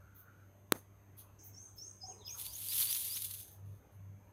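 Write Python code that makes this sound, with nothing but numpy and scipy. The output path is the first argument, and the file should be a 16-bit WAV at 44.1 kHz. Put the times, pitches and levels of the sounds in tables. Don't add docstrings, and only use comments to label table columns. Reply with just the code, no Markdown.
import sys
import numpy as np
from scipy import signal
from scipy.fft import rfft, irfft, next_fast_len
from scipy.io import wavfile
from scipy.ndimage import uniform_filter1d, map_coordinates

SR = 44100
rng = np.random.default_rng(int(sys.argv[2]) if len(sys.argv) > 2 else 0)


def log_audio(samples):
    frames = np.atleast_2d(samples).T
    limited = np.clip(frames, -1, 1)
    pcm = np.round(limited * 32767).astype(np.int16)
    wavfile.write(sys.argv[1], SR, pcm)


N = 190776
T = np.arange(N) / SR


def amp(db):
    return 10 ** (np.asarray(db) / 20)


def unit(x):
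    return x / np.sqrt(np.mean(x ** 2) + 1e-20)


def along(points, hz):
    f, v = np.transpose(points)
    return np.interp(np.log(hz + 1), np.log(f), v)


def filtered(x, response):
    size = next_fast_len(N + 8192)
    return irfft(rfft(x, size) * response(np.fft.rfftfreq(size, 1 / SR)), size)[:N]


def coloured(x, spectrum):
    return unit(filtered(x, lambda hz: amp(along(spectrum, hz))))


def noise():
    return rng.standard_normal(N)


def narrow(centre_hz, width_hz):
    return unit(filtered(noise(), lambda hz: 1 / (1 + ((hz - centre_hz) / width_hz) ** 2)))


def patchy(x, depth_db):
    z = signal.stft(x, nperseg=1024)[2]
    field = uniform_filter1d(rng.standard_normal(z.shape), size=4, axis=0)
    field = uniform_filter1d(field, size=10, axis=1)
    return unit(signal.istft(z * amp(depth_db * unit(field)), nperseg=1024)[1][:N])


def wobble(rate):
    return map_coordinates(rng.standard_normal(2048), [T * rate], mode="wrap")


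def bumps(rows):
    return sum(height * np.exp(-np.abs((T - s) / width) ** 3) for s, width, height in rows)


def fade(s, t60):
    return (T >= s) * np.exp(-np.log(1000) * np.maximum(T - s, 0) / t60)


def swell(s, length, rise, t60):
    return np.clip((T - s) / rise, 0, 1) * np.exp(-np.log(1000) * np.maximum(T - s - length, 0) / t60)


def slips(rate, spread_db, blur):
    sizes = noise() * amp(spread_db * np.clip(noise(), -2, 2))
    grains = (rng.random(N) < rate / SR) * sizes
    return unit(unit(grains) + blur * noise())


def whistle(rows, waver, flutter_db, rough):
    s, hz, db = np.transpose(rows)
    pitch = uniform_filter1d(np.interp(T, s, hz), size=300) * (1 + waver * wobble(350))
    level = uniform_filter1d(amp(np.interp(T, s, db, left=-150, right=-150)), size=128)
    fray = 1 + rough * (wobble(hz.mean() / 6) + 1j * wobble(hz.mean() / 6))
    tone = np.imag(fray * np.exp(2j * np.pi * np.cumsum(pitch) / SR))
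    return np.sqrt(2) * level * amp(flutter_db * wobble(160)) * tone


# [dB per Hz, relative]
OUTDOOR_SPECTRUM = [(20, -12.5), (45, -2), (65, 10.5), (130, 4.5), (220, -2.5), (400, -4.5), (900, -10),
                    (1500, -13.5), (2500, -20), (5000, -32), (9000, -32), (12500, -25.5), (14000, -26),
                    (15500, -42.5)]
# start_s [s], length_s [s], centre_hz [Hz], width_hz [Hz], level_db [dB]
FAR_SWELLS = [(0, 0.44, 1424, 110, -72), (0.265, 0.027, 1450, 170, -66), (1.213, 0.1, 1017, 249, -74),
              (2.062, 0.44, 950, 170, -70), (2.083, 0.14, 415, 78.6, -66.5),
              (2.341, 0.03, 1300, 250, -66.5), (4.197, 0.11, 910, 121.2, -74.5)]


def outdoors():
    drift = amp(.6 * wobble(5))
    out = amp(-65.5) * drift * coloured(patchy(noise(), depth_db=2.72), OUTDOOR_SPECTRUM)
    for s, length, centre_hz, width_hz, db in FAR_SWELLS:
        out += amp(db) * swell(s, length, rise=0.0053, t60=0.306) * narrow(centre_hz, width_hz)
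    return out


# middle_s [s], half_width_s [s], level_db [dB change]
HUM_SURGES = [(1.52, 0.055, 6.5), (1.67, .03, -10), (3.01, 0.04, -13), (3.3, 0.14, 3), (3.46, .025, -13),
              (3.68, .095, 16), (3.865, 0.066, -19), (4.06, 0.14, 12)]
# multiple [of the hum's pitch], level_db [dB before a slow waver]
HUM_OVERTONES = [(2, -81), (3, -82), (4, -83.5), (6, -82.5)]
HUM_HZ, HUM_DB, HUM_WAVER_DB = 98.8, -62.5, 1.37
RUMBLE_DB, RUMBLE_HZ, RUMBLE_WIDTH_HZ = -13.5, 144, 43


def hum():
    phase = 2 * np.pi * np.cumsum(HUM_HZ + 1.1 * wobble(14)) / SR
    strength = amp(HUM_DB + bumps(HUM_SURGES) + HUM_WAVER_DB * wobble(14))
    overtones = sum(amp(db + 2.5 * wobble(4.6)) * np.sin(k * phase) for k, db in HUM_OVERTONES)
    rumble = amp(RUMBLE_DB) * narrow(RUMBLE_HZ, RUMBLE_WIDTH_HZ)
    return strength * (np.sqrt(2) * np.sin(phase) + rumble) + np.sqrt(2) * overtones


def tones(lines):
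    return np.sqrt(2) * sum(amp(db) * np.sin(2 * np.pi * (hz * T + rng.random())) for hz, db in lines)


# pitch_hz [Hz], level_db [dB relative to the whine's level]
WHINE_CLUSTER = [(6202, -9), (6300, -1), (6502, -3)]
# pitch_hz [Hz], level_db [dB]
STEADY_LINES = [(12500, -98.5), (13001, -85.5), (13103, -90)]
WHINE_REST_DB, WHINE_OPEN_DB = -84.5, -66
WHINE_OPENS_DB, WHINE_LAG_S = -81.5, .011


def whine(sound):
    bed = coloured(noise(), [(3500, -14.0), (5000, -10.0), (6400, 3.5), (7400, -0.5), (8000, 0.5), (12000, -12.5)])
    cluster = tones(WHINE_CLUSTER) + amp(-8.0) * bed
    band = signal.butter(4, [4800, 6800], "band", fs=SR, output="sos")
    treble = signal.sosfilt(band, sound)
    power = np.abs(uniform_filter1d(treble ** 2, size=512))
    keep = np.exp(-1 / (WHINE_LAG_S * SR))
    opening = signal.lfilter([1 - keep], [1, -keep], power / (power + amp(WHINE_OPENS_DB) ** 2))
    level = amp(WHINE_REST_DB + (WHINE_OPEN_DB - WHINE_REST_DB) * opening)
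    return level * cluster + tones(STEADY_LINES)


# pitch_hz [Hz], t60_s [s]
COURT_DECAY = [(200, 0.12), (1500, 0.39), (6000, 0.44), (14000, 0.24)]


def court(x):
    hz, t, z = signal.stft(rng.standard_normal(SR // 2), SR, nperseg=256)
    tail = signal.istft(z * amp(-60 * t / along(COURT_DECAY, hz)[:, None]), SR, nperseg=256)[1]
    return signal.fftconvolve(np.pad(x, (400, 0)), tail / np.linalg.norm(tail))[:N]


# start_s [s], length_s [s], start_hz [Hz], end_hz [Hz], level_db [dB at mid-note]
BIRD_NOTES = [(2.029, 0.036, 775, 747, -58.5), (2.072, 0.047, 755, 748, -55.5),
              (2.105, 0.046, 3250, 2460, -70.5), (2.18, 0.026, 4180, 4070, -77),
              (2.204, 0.043, 4050, 3390, -64), (2.261, .034, 4300, 2704, -59),
              (2.278, 0.0398, 2797, 2365, -62)]
GLIDE_SETTLES = 1.9


def other_birds():
    out = np.zeros(N)
    u = np.linspace(0, 1, 16)
    fall = (1 - np.exp(-GLIDE_SETTLES * u)) / (1 - np.exp(-GLIDE_SETTLES))
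    arch_db = -14 * (2 * u - 1) ** 2
    for s, length, start_hz, end_hz, db in BIRD_NOTES:
        note = np.transpose([s + length * u, start_hz + (end_hz - start_hz) * fall, db + arch_db])
        out += whistle(note, waver=.018, flutter_db=3.5, rough=.4)
    return out


# start_s [s], length_s [s before its decay], level_db [dB]
HOARSE_NOTE = (1.385, .038, -64.5)
# start_s [s], shelf_length_s [s], top_length_s [s], start_hz [Hz], shelf_hz [Hz],
# shelf_level_db [dB], top_level_db [dB], both before flutter
CHIRP_ROWS = [(1.529, 0.04, 0.089, 5470, 5430, -61.5, -54.5), (1.769, 0.048, 0.072, 5200, 5340, -53.5, -53),
              (2.005, 0.046, 0.046, 5080, 5010, -48.5, -52.5),
              (2.244, 0.042, 0.041, 5120, 4990, -48.5, -49), (2.439, 0.086, 0.01, 4294, 4653, -55.5, -49.5),
              (2.673, .056, 0.015, 4350, 4855, -50.5, -56), (2.855, 0.065, 0.0053, 4355, 4680, -47.5, -52),
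              (3.09, 0.051, 0.011, 4590, 4785, -49.5, -50.5)]
SLUR_S = 0.028
CREST_HZ, USUAL_SHELF_HZ = 6520, 5130
STRETCH = 0.36


def songbird():
    s, length, db = HOARSE_NOTE
    breath = coloured(noise(), [(4300, -39), (5200, -7.5), (6200, 5), (6900, -4.5), (8500, -20)])
    out = amp(db) * swell(s, length, rise=0.0088, t60=0.4) * breath
    haze = coloured(noise(), [(3500, -10), (5000, -27.0), (7000, 8.0), (8800, 16.0), (9500, 13), (10500, -23)])
    for s, shelf, top, start_hz, shelf_hz, shelf_db, top_db in CHIRP_ROWS:
        knee = s + shelf
        crest = s + shelf + SLUR_S
        top_hz = CREST_HZ + STRETCH * (USUAL_SHELF_HZ - shelf_hz)
        low = [(s, start_hz, shelf_db - 20),
               (s + .3 * shelf, (start_hz + shelf_hz) / 2, shelf_db - 2),
               (s + .6 * shelf, shelf_hz, shelf_db)]
        slur = [(knee, (shelf_hz + 5450) / 2, shelf_db - 2),
                (knee + .65 * SLUR_S, top_hz - 400, top_db),
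                (crest, top_hz - 110, top_db - 2)]
        high = [(crest + top / 2, top_hz, top_db),
                (crest + top, top_hz - 170, top_db - 6),
                (crest + top + .008, top_hz - 300, top_db - 28)]
        out += whistle(low + slur + high, waver=.008, flutter_db=3.3, rough=.14)
        out += amp(top_db - 17.5) * swell(knee, SLUR_S + top, rise=0.051, t60=0.3) * haze
    return out


# pitch_hz [Hz], level_db [dB before the onset and high-pass], t60_s [s]
CLICK_RING = [(331, -8.5, 0.008), (989, -9.5, 0.004), (1347, -19.5, 0.0043), (2090, -25, 0.0047),
              (3760, -11, 0.004), (5330, -20, 0.0035), (8600, -21.5, 0.0018), (13100, -22, 0.0031),
              (13700, -25.5, 0.0037)]
# start_s [s], level_db [dB relative to the crackle's level]
CRACKLE_CONTACTS = [(0.722, -15), (0.7217, -2), (0.7226, 9.5), (.7248, -20.5)]
CLICK_S = .7221


def click():
    age = np.maximum(T - CLICK_S, 0)
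    ring = sum(amp(db) * fade(CLICK_S, t60) * np.cos(2 * np.pi * hz * age) for hz, db, t60 in CLICK_RING)
    ring = ring * (1 - np.exp(-age / .0001))
    contacts = sum(amp(db) * fade(s, t60=0.0031) for s, db in CRACKLE_CONTACTS)
    crack = amp(-17.5) * contacts * coloured(noise(), [(2000, -33.5), (6000, -1), (12000, 8), (16000, 3.5)])
    scatter = coloured(noise(), [(100, 2.0), (300, 6.0), (1400, -3.5), (3000, -15.5), (9000, -22.5)])
    scatter = amp(1.5 * wobble(89.9)) * scatter
    high_pass = signal.butter(2, 110, "high", fs=SR, output="sos")
    tap = signal.sosfilt(high_pass, ring + crack)
    return tap + amp(-52.5) * swell(CLICK_S, 0.037, rise=0.00302, t60=0.15) * scatter


# [dB per Hz, relative]
BARB_SPECTRUM = [(3820, -32), (6500, -8), (7030, -12), (8530, -7.5), (9710, 0.5), (11700, 1), (13100, 1),
                 (14600, -3), (15300, -2), (15800, -18.5)]
SHAFT_SPECTRUM = [(1000, -37), (2000, -12), (2700, -3.5), (3500, 3), (4400, 0.5), (5200, -3), (7000, -11.5),
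                  (9000, -20.5), (12000, -47)]
# start_s [s], level_db [dB before smoothing], t60_s [s]
QUILL_KNOCKS = [(1.785, -57, 0.018), (2.589, -41, .012), (2.6861, -29.5, 0.013), (2.755, -32, .004),
                (2.7807, -28, 0.015), (2.801, -28.5, .017), (2.9283, -22, .005), (3.22, -36, 0.04),
                (3.244, -36.5, 0.089), (3.31, -40.5, 0.04), (3.338, -41, 0.078), (3.399, -48, 0.072),
                (3.43, -50, .03), (3.48, -53.5, .03)]


def quills():
    blows = sum(amp(db) * fade(s, t60) for s, db, t60 in QUILL_KNOCKS)
    burst = coloured(noise(), BARB_SPECTRUM) + amp(-11.0) * coloured(noise(), SHAFT_SPECTRUM)
    return uniform_filter1d(blows, size=24) * burst


# [Hz, lower edge of the hiss]
TRAIN_BRUSHES = [(0.143, -60, 0.065, -22.5, 12200), (0.73, -61, 0.058, -17.5, 6000),
                 (1.167, -54.5, 0.039, -15, 9200), (1.429, -56.5, 0.051, -32, 12870),
                 (1.614, -70.5, 0.013, -20, 7800), (1.748, -64, 0.049, -17, 12200),
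                 (2.253, -58.5, 0.091, -16, 12200), (3.5, -63, .035, -18, 12000),
                 (3.639, -78, 0.14, -10.5, 8000), (3.908, -76, .04, -18.5, 7960)]


def brushes():
    out = np.zeros(N)
    for s, db, length, scrape_db, edge_hz in TRAIN_BRUSHES:
        barbs = coloured(slips(rate=2500, spread_db=4, blur=1.1), BARB_SPECTRUM)
        hiss = unit(filtered(barbs, lambda hz: 0.17 + 1 / (1 + (edge_hz / (hz + 1)) ** 30)))
        scrape = amp(scrape_db) * coloured(noise(), SHAFT_SPECTRUM)
        out += amp(db) * swell(s, length, rise=0.022, t60=0.16) * (hiss + scrape)
    return out


# start_s [s], level_db [dB of barb hiss before jolts and clumping]
SHIVER_EFFORT = [(2.33, -71), (2.395, -42.5), (2.46, -48.5), (2.49, -52), (2.7, -41), (2.81, -32.5),
                 (2.845, -36.5), (3.1, -41.5), (3.25, -44), (3.28, -49), (3.4, -51), (3.53, -67),
                 (3.62, -81)]
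# middle_s [s], level_db [dB added to the shafts]
SHIVER_JOLTS = [(2.461, 7), (2.625, 2.5), (2.727, 3.5), (2.823, 5), (2.902, 5.5), (2.955, 5), (3.171, 7),
                (3.228, 2.5), (3.31, 6.5), (3.402, 4)]
# [dB per Hz, relative]
STEM_SPECTRUM = [(150, -60), (400, -33), (700, -6), (950, 14.5), (1400, 12), (1900, 14), (2400, 17),
                 (3200, -18), (6000, -23)]
FULL_EFFORT_DB = -36
SCRAPE_DB, SCRAPE_GROWS = -47, 1.06
RATTLE_DB, RATTLE_GROWS = -62.5, 1.4
JOLT_S = 0.012
JOLT_HISS, JOLT_RATTLE = 0.37, 1.46


def shiver():
    effort_db = np.interp(T, *np.transpose(SHIVER_EFFORT), left=-150, right=-150) - FULL_EFFORT_DB
    jolt_db = bumps([(s, JOLT_S, db) for s, db in SHIVER_JOLTS])
    clumps = amp(0.7 * wobble(55) + 1.35 * wobble(330))
    hiss = coloured(slips(rate=6000, spread_db=2.5, blur=1), BARB_SPECTRUM)
    hiss = amp(FULL_EFFORT_DB + effort_db + JOLT_HISS * jolt_db) * hiss
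    scrape = coloured(slips(rate=2500, spread_db=3, blur=.8), SHAFT_SPECTRUM)
    scrape = amp(SCRAPE_DB + SCRAPE_GROWS * effort_db + jolt_db) * scrape
    rattle = coloured(slips(rate=640, spread_db=1.0, blur=1.0), STEM_SPECTRUM)
    rattle = amp(RATTLE_DB + RATTLE_GROWS * effort_db + JOLT_RATTLE * jolt_db) * rattle
    near = clumps * (hiss + scrape + rattle)
    return filtered(near, lambda hz: 0.91 + 0.23 * np.exp(-2j * np.pi * hz * 0.0038))


def scene():
    train = shiver() + brushes() + quills()
    song = songbird()
    others = other_birds()
    echo = court(amp(-16.5) * train + amp(-12.5) * song + amp(-5.5) * others)
    events = train + song + others + echo + click()
    return (events + hum() + outdoors() + whine(events))[None]


TOP_HZ = 15850


def record(dry):
    rounded = dry[0] / (1 + (np.abs(dry[0]) / .48) ** 4) ** .25
    return filtered(rounded, lambda hz: 1 / np.sqrt(1 + (hz / TOP_HZ) ** 200))[None]


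dry = scene()
out = record(dry)
log_audio(out)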